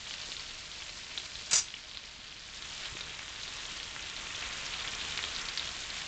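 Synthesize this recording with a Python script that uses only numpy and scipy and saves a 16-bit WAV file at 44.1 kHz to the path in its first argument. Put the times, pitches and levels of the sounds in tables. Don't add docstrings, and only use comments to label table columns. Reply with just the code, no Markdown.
import sys
import numpy as np
from scipy import signal
from scipy.fft import rfft, irfft
from scipy.io import wavfile

SR = 44100
rng = np.random.default_rng(int(sys.argv[2]) if len(sys.argv) > 2 else 0)


def store_pcm(level_fs):
    pcm = np.round(np.clip(level_fs, -1, 1) * 32767).astype(np.int16)
    wavfile.write(sys.argv[1], SR, np.atleast_2d(pcm).T)


def gain_from_db(level_db):
    decades = np.asarray(level_db, float) / 20
    return 10 ** decades


N = 267687


def in_time(rows):
    time_s, *columns = np.transpose(rows)
    return [np.interp(np.arange(N) / SR, time_s, column) for column in columns]


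def at_hz(points, hz):
    points_hz, points_db = np.transpose(points)
    return np.interp(np.log(hz), np.log(points_hz), points_db)


def rms_one(x):
    return x / np.sqrt(np.mean(x ** 2) + 1e-20)


def drift(rate_hz):
    r = np.exp(-40 * np.pi * rate_hz / SR)
    noise = rng.standard_normal(N // 20 + 2002)
    slow = signal.lfilter([1], [1, -2 * r, r * r], noise)[2000:]
    return np.interp(np.arange(N) / 20, np.arange(len(slow)), rms_one(slow))


def ring(clicks, hz, t60_s):
    r = gain_from_db(-60 / (t60_s * SR))
    w = 2 * np.pi * hz / SR
    return signal.lfilter([0, np.sin(w)], [1, -2 * r * np.cos(w), r * r], clicks + 1e-18)


def add(out, start_s, piece):
    i = round(start_s * SR)
    out[i:i + len(piece)] += piece[:N - i]


def coloured(spectrum):
    hz = np.maximum(np.arange(N // 2 + 1) * SR / N, 1)
    noise = rfft(rng.standard_normal(N))
    return rms_one(irfft(noise * gain_from_db(at_hz(spectrum, hz)), N))


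# (frequency [Hz], density [dB per Hz])
RUMBLE_SPECTRUM = [(12, -20.5), (20, 10.5), (69, 9.5), (393, -8.5), (484, -56.5), (549, -32.5), (614, 3.5),
                   (755, -40), (900, -9.5), (1170, -25.5), (1980, -120)]
# (time [s], peak [dB], pitch [Hz])
THUMPS = [
    (0.290, -42, 500),
    (0.293, -40, 950),
    (0.82, -42, 1200),
    (1.533, -43, 160),
    (2.190, -48, 230),
    (2.2, -47, 900),
    (2.922, -41, 110),
    (2.952, -38, 350),
]


def rumble():
    mean_db, follow_share = -58, 0.54
    sizzle_db = in_time(FRY)[0]
    swing_db = follow_share * (sizzle_db - sizzle_db.mean())
    level = gain_from_db(mean_db + swing_db + .8 * drift(14))
    out = level * coloured(RUMBLE_SPECTRUM)
    t = np.arange(2000) / SR
    for time_s, peak_db, hz in THUMPS:
        add(out, time_s, gain_from_db(peak_db) * np.sin(2 * np.pi * hz * t) * gain_from_db(-60 * t * hz / 8))
    return out


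def kitchen(x):
    t60_s = 0.28
    t = np.arange(SR // 2) / SR
    tail = rng.standard_normal(len(t)) * gain_from_db(-60 * t / t60_s) * (t > .003)
    return signal.fftconvolve(x, tail / np.sqrt(np.sum(tail ** 2)))[:N]


# (time [s], strength [dB], brightness [dB per octave], clack re modes [dB], onset [s])
TOUCHES = [
    (1.5086, -27, 3.5, 8.5, 0.0046),
    (1.5313, -19, .3, 6, 0.00018),
    (1.542, -24.5, -3.5, 3, 0.0017),
    (1.556, -21, -0.5, 1.5, 0.0013),
    (1.580, -24, -3, 2, 0.0022),
    (1.607, -24, -4, -2, 0.0018),
]
STEEL_HZ = [2148, 2848, 3499, 4468, 4891, 4920, 5685, 5777, 5822, 6021, 6219, 6292, 6359, 6582, 6881, 7027,
            7096, 7141, 7185, 7305, 7727, 8272]
# (level [dB], t60 [s])
STEEL_MODES = [(-32, 0.13), (-20, 0.13), (-19, 0.16), (-12.5, 0.12), (-4, 0.11), (-2.5, 0.17), (-7, 0.53),
               (-10, .4), (-11, 0.28), (-14, .2), (-5, .25), (-5.5, 0.25), (-6, 0.2), (-10, 0.33),
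               (-16, .15), (-2.5, 0.15), (-3, 0.22), (-8, .2), (-10, 0.22), (-10, .2), (5, 0.11), (2, 0.11)]


def utensil():
    rest_s, rest_share = 1.595, 0.44
    rattle_db, rattle_hz = 1.2, 500
    out, t = np.zeros(N), np.arange(9000) / SR
    next_touches_s = [row[0] for row in TOUCHES[1:]] + [N / SR]
    shape = (len(TOUCHES), len(STEEL_MODES))
    luck, turns = rng.standard_normal(shape), rng.random(shape)
    turns = turns[0] + .3 * turns
    clack_band = signal.butter(1, [1400, 8000], "band", fs=SR, output="sos")
    for touch, next_s, chance, turn in zip(TOUCHES, next_touches_s, luck, turns):
        time_s, strength_db, bright_db, clack_db, onset_s = touch
        age_s = t + np.maximum(time_s + t - rest_s, 0) / rest_share
        modes = np.zeros(len(t))
        for hz, (db, t60_s), c, p in zip(STEEL_HZ, STEEL_MODES, chance, turn):
            mode_db = db + bright_db * 2.5 * np.log2(hz / 6000) + 0.98 * c
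            modes += gain_from_db(mode_db - 60 * age_s / t60_s) * np.sin(2 * np.pi * (hz * (time_s + t) + p))
        clack = signal.sosfilt(clack_band, rng.standard_normal(len(t)))
        clack *= gain_from_db(clack_db - 60 * age_s / 0.28)
        onset = np.minimum(t / onset_s, 1)
        choke = gain_from_db(-7 * np.clip((t - (next_s - time_s)) / 0.0018, 0, 1))
        add(out, time_s, gain_from_db(strength_db - 8) * onset * choke * (modes + clack))
    return out * gain_from_db(rattle_db * drift(rattle_hz))


def crackles():
    count, over_db, spread_db = 260, 14, 3
    centre_hz, spread_octaves, width_hz = 3600, .4, 800
    time_s = rng.uniform(.01, N / SR - .04, count)
    luck = rng.standard_normal((count, 2))
    sizzle_db = in_time(FRY)[0][(time_s * SR).astype(int)]
    peak_db = sizzle_db + over_db + spread_db * np.minimum(luck[:, 0], 1)
    hz = centre_hz * 2 ** (spread_octaves * np.clip(luck[:, 1], -2, 2))
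    return [(*row, width_hz) for row in zip(time_s, peak_db, hz)]


# (time [s], peak [dB], pitch [Hz], width [Hz])
BIG_POPS = [(0.1098, -20, 2990, 770), (0.1392, -22, 4130, 680), (0.1403, -21.5, 2630, 700),
            (0.319, -18, 3610, 750), (0.326, -21.5, 3570, 820), (0.367, -20.5, 3720, 650),
            (1.177, -14, 3490, 460), (1.256, -24, 4120, 1070), (1.741, -21.5, 2980, 710),
            (1.9726, -18.5, 3840, 500), (2.624, -20, 3800, 1210), (2.8572, -18, 3500, 1000),
            (2.97, -22.5, 2760, 940), (3.0088, -18, 3460, 1800), (3.1933, -20, 2230, 950),
            (3.2811, -21.5, 2860, 990), (3.4793, -20, 3760, 920), (3.654, -21.5, 3520, 890),
            (3.801, -20.5, 3050, 650), (3.964, -20, 1870, 1000), (4.5275, -22, 4450, 1620),
            (4.8763, -17.5, 3440, 640), (5.1758, -11.5, 3800, 1050), (5.191, -15, 2390, 940),
            (5.2396, -14, 3200, 1190), (5.3637, -16, 4050, 550), (5.4874, -15, 4100, 600),
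            (5.5749, -12, 4220, 1020), (5.5959, -14, 3670, 606), (6.007, -22, 3510, 960)]
# (time [s], peak [dB], pitch [Hz])
SMALL_POPS = [(0.0715, -29, 3410), (0.2022, -23.5, 3640), (0.3962, -21.5, 4200), (0.407, -25, 4400),
              (0.4917, -25, 4110), (0.5987, -31, 3700), (0.7162, -26, 3530), (0.8218, -23, 2900),
              (0.8936, -24, 3990), (1.175, -29, 3550), (1.1999, -23.5, 3320), (1.355, -21.5, 3680),
              (1.685, -24.5, 3300), (1.914, -25, 3430), (1.9358, -29, 3970), (1.948, -27, 3920),
              (2.3256, -26, 2870), (3.1494, -29, 3600), (3.433, -22, 3900), (3.586, -23, 3640),
              (3.7114, -25, 2900), (3.831, -20.5, 4230), (4.1654, -19.5, 3850), (4.4251, -21.5, 2280),
              (4.7416, -20, 2680), (5.0133, -22.5, 3130), (5.1232, -18.5, 3440), (5.1801, -17, 3500),
              (5.228, -18, 3600), (5.9028, -19.5, 4050)]


def pops():
    small_width_hz = 650
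    mean_spit_db, spit_spread_db = -11.5, 3.0
    t, out = (np.arange(1400) - 60) / SR, np.zeros(N)
    small = [(*row, small_width_hz) for row in SMALL_POPS]
    for time_s, peak_db, hz, width_hz in BIG_POPS + small + crackles():
        spit_db = mean_spit_db + spit_spread_db * rng.standard_normal()
        rise, fall = np.exp(-(t * width_hz * 6.0) ** 2), np.exp(-t * width_hz * 3.5)
        snap = -np.cos(2 * np.pi * hz * t) * np.where(t < 0, rise, fall)
        snap -= gain_from_db(-10.5) * (1 - 2 * (t * 6500) ** 2) * np.exp(-(t * 6500) ** 2)
        gusts_db = 2.4 * rng.standard_normal(len(t) // 50).repeat(50)
        grit = rng.standard_normal(len(t)) * gain_from_db(gusts_db)
        spit = rms_one(ring(grit, 1.096 * hz, 22.0 / hz))
        spit = spit * gain_from_db(spit_db - 60 * t / 0.032) * np.clip(t / 0.0015, 0, 1)
        add(out, time_s + t[0], gain_from_db(peak_db - 6.5) * (snap + spit))
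    return out


# (time [s], sizzle level [dB], microphone nearness [0-1])
FRY = [(0.0, -45, 0.2), (0.12, -44.5, .1), (0.54, -45.5, .1), (0.95, -46.5, .2), (1.49, -45.5, .05),
       (1.66, -47.5, .05), (1.8, -49, .1), (2.4, -49.5, 0.3), (2.57, -45.5, 0.5), (2.83, -42.5, .5),
       (3.24, -45, 1), (3.63, -42.5, 0.5), (3.94, -44, .9), (4.36, -40.5, 1), (5.05, -39, .9),
       (5.42, -39.5, 0.7), (5.63, -40.5, 0.6), (6.07, -41.5, 0.6)]
# (frequency [Hz], density [dB per Hz])
FIZZ_SPECTRUM = [(180, -40), (300, -34.5), (545, -37), (625, -11.5), (766, -30), (991, -8.5), (1800, -3.5),
                 (1980, -3.5), (2670, -0.5), (3650, 1.5), (5260, -6), (7190, -5.5), (7700, -6),
                 (10000, -35.5), (16900, -120)]


def sizzle(mist_db, per_s, spread_db, cycles, patchy_db, surge_db):
    level_db, nearness = in_time(FRY)
    closer = nearness - nearness.mean()
    body_db, top_db, edge_db = 4.5 * closer, -2 * closer, -9.5 * closer
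    top_db = top_db - 3.0 * (np.searchsorted((1.63, 2.4), np.arange(N) / SR) == 1)
    sizes = gain_from_db(spread_db * np.minimum(rng.exponential(1, N), 4.5)) * rng.choice([-1, 1], N)
    bursts = sizes * (rng.random(N) < per_s / SR)
    bursts = bursts + gain_from_db(mist_db) * rng.standard_normal(N)
    dealt = rng.integers(0, 24, N)
    surge, patches = drift(36), [drift(17.8) for _ in range(9)]
    out = np.zeros(N)
    for k, hz in enumerate(np.geomspace(350, 8600, 24)):
        shade_db = np.clip(np.log2(2600 / hz), 0, 1) * body_db
        shade_db = shade_db + (hz > 5150) * top_db + (3900 < hz < 5150) * edge_db
        blend = np.pi / 6 * (k % 3)
        patch = np.cos(blend) * patches[k // 3] + np.sin(blend) * patches[k // 3 + 1]
        gain = gain_from_db(shade_db + patchy_db * patch + surge_db * surge)
        rings = ring(bursts * (dealt == k) * gain, hz, cycles / hz)
        out += rings * hz * gain_from_db(at_hz(FIZZ_SPECTRUM, hz))
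    return gain_from_db(level_db) * rms_one(out)


def scene():
    fizz = sizzle(mist_db=-3.5, per_s=4000, spread_db=3.0, cycles=13.2, patchy_db=1.0, surge_db=0.26)
    pan = gain_from_db(-0.72) * fizz + pops()
    clink = utensil()
    echo = kitchen(gain_from_db(-12) * pan + gain_from_db(-12) * clink)
    return (pan + clink + echo + rumble())[None]


def top_cut(x):
    return signal.sosfilt(signal.butter(12, 9140, fs=SR, output="sos"), x)


# (frequency [Hz], gain [dB])
MIC_EDGE = [(7450, 1), (7750, -6.5), (8000, -7.5), (8900, -17), (9120, -35.5), (9250, -77), (9600, -120)]


def record(dry):
    hz = np.maximum(np.arange(N + 1) * SR / (2 * N), 1)
    dull = irfft(rfft(dry, 2 * N) * gain_from_db(at_hz(MIC_EDGE, hz)), 2 * N)[:, :N]
    return top_cut(dull)


dry = scene()
out = record(dry)
store_pcm(out)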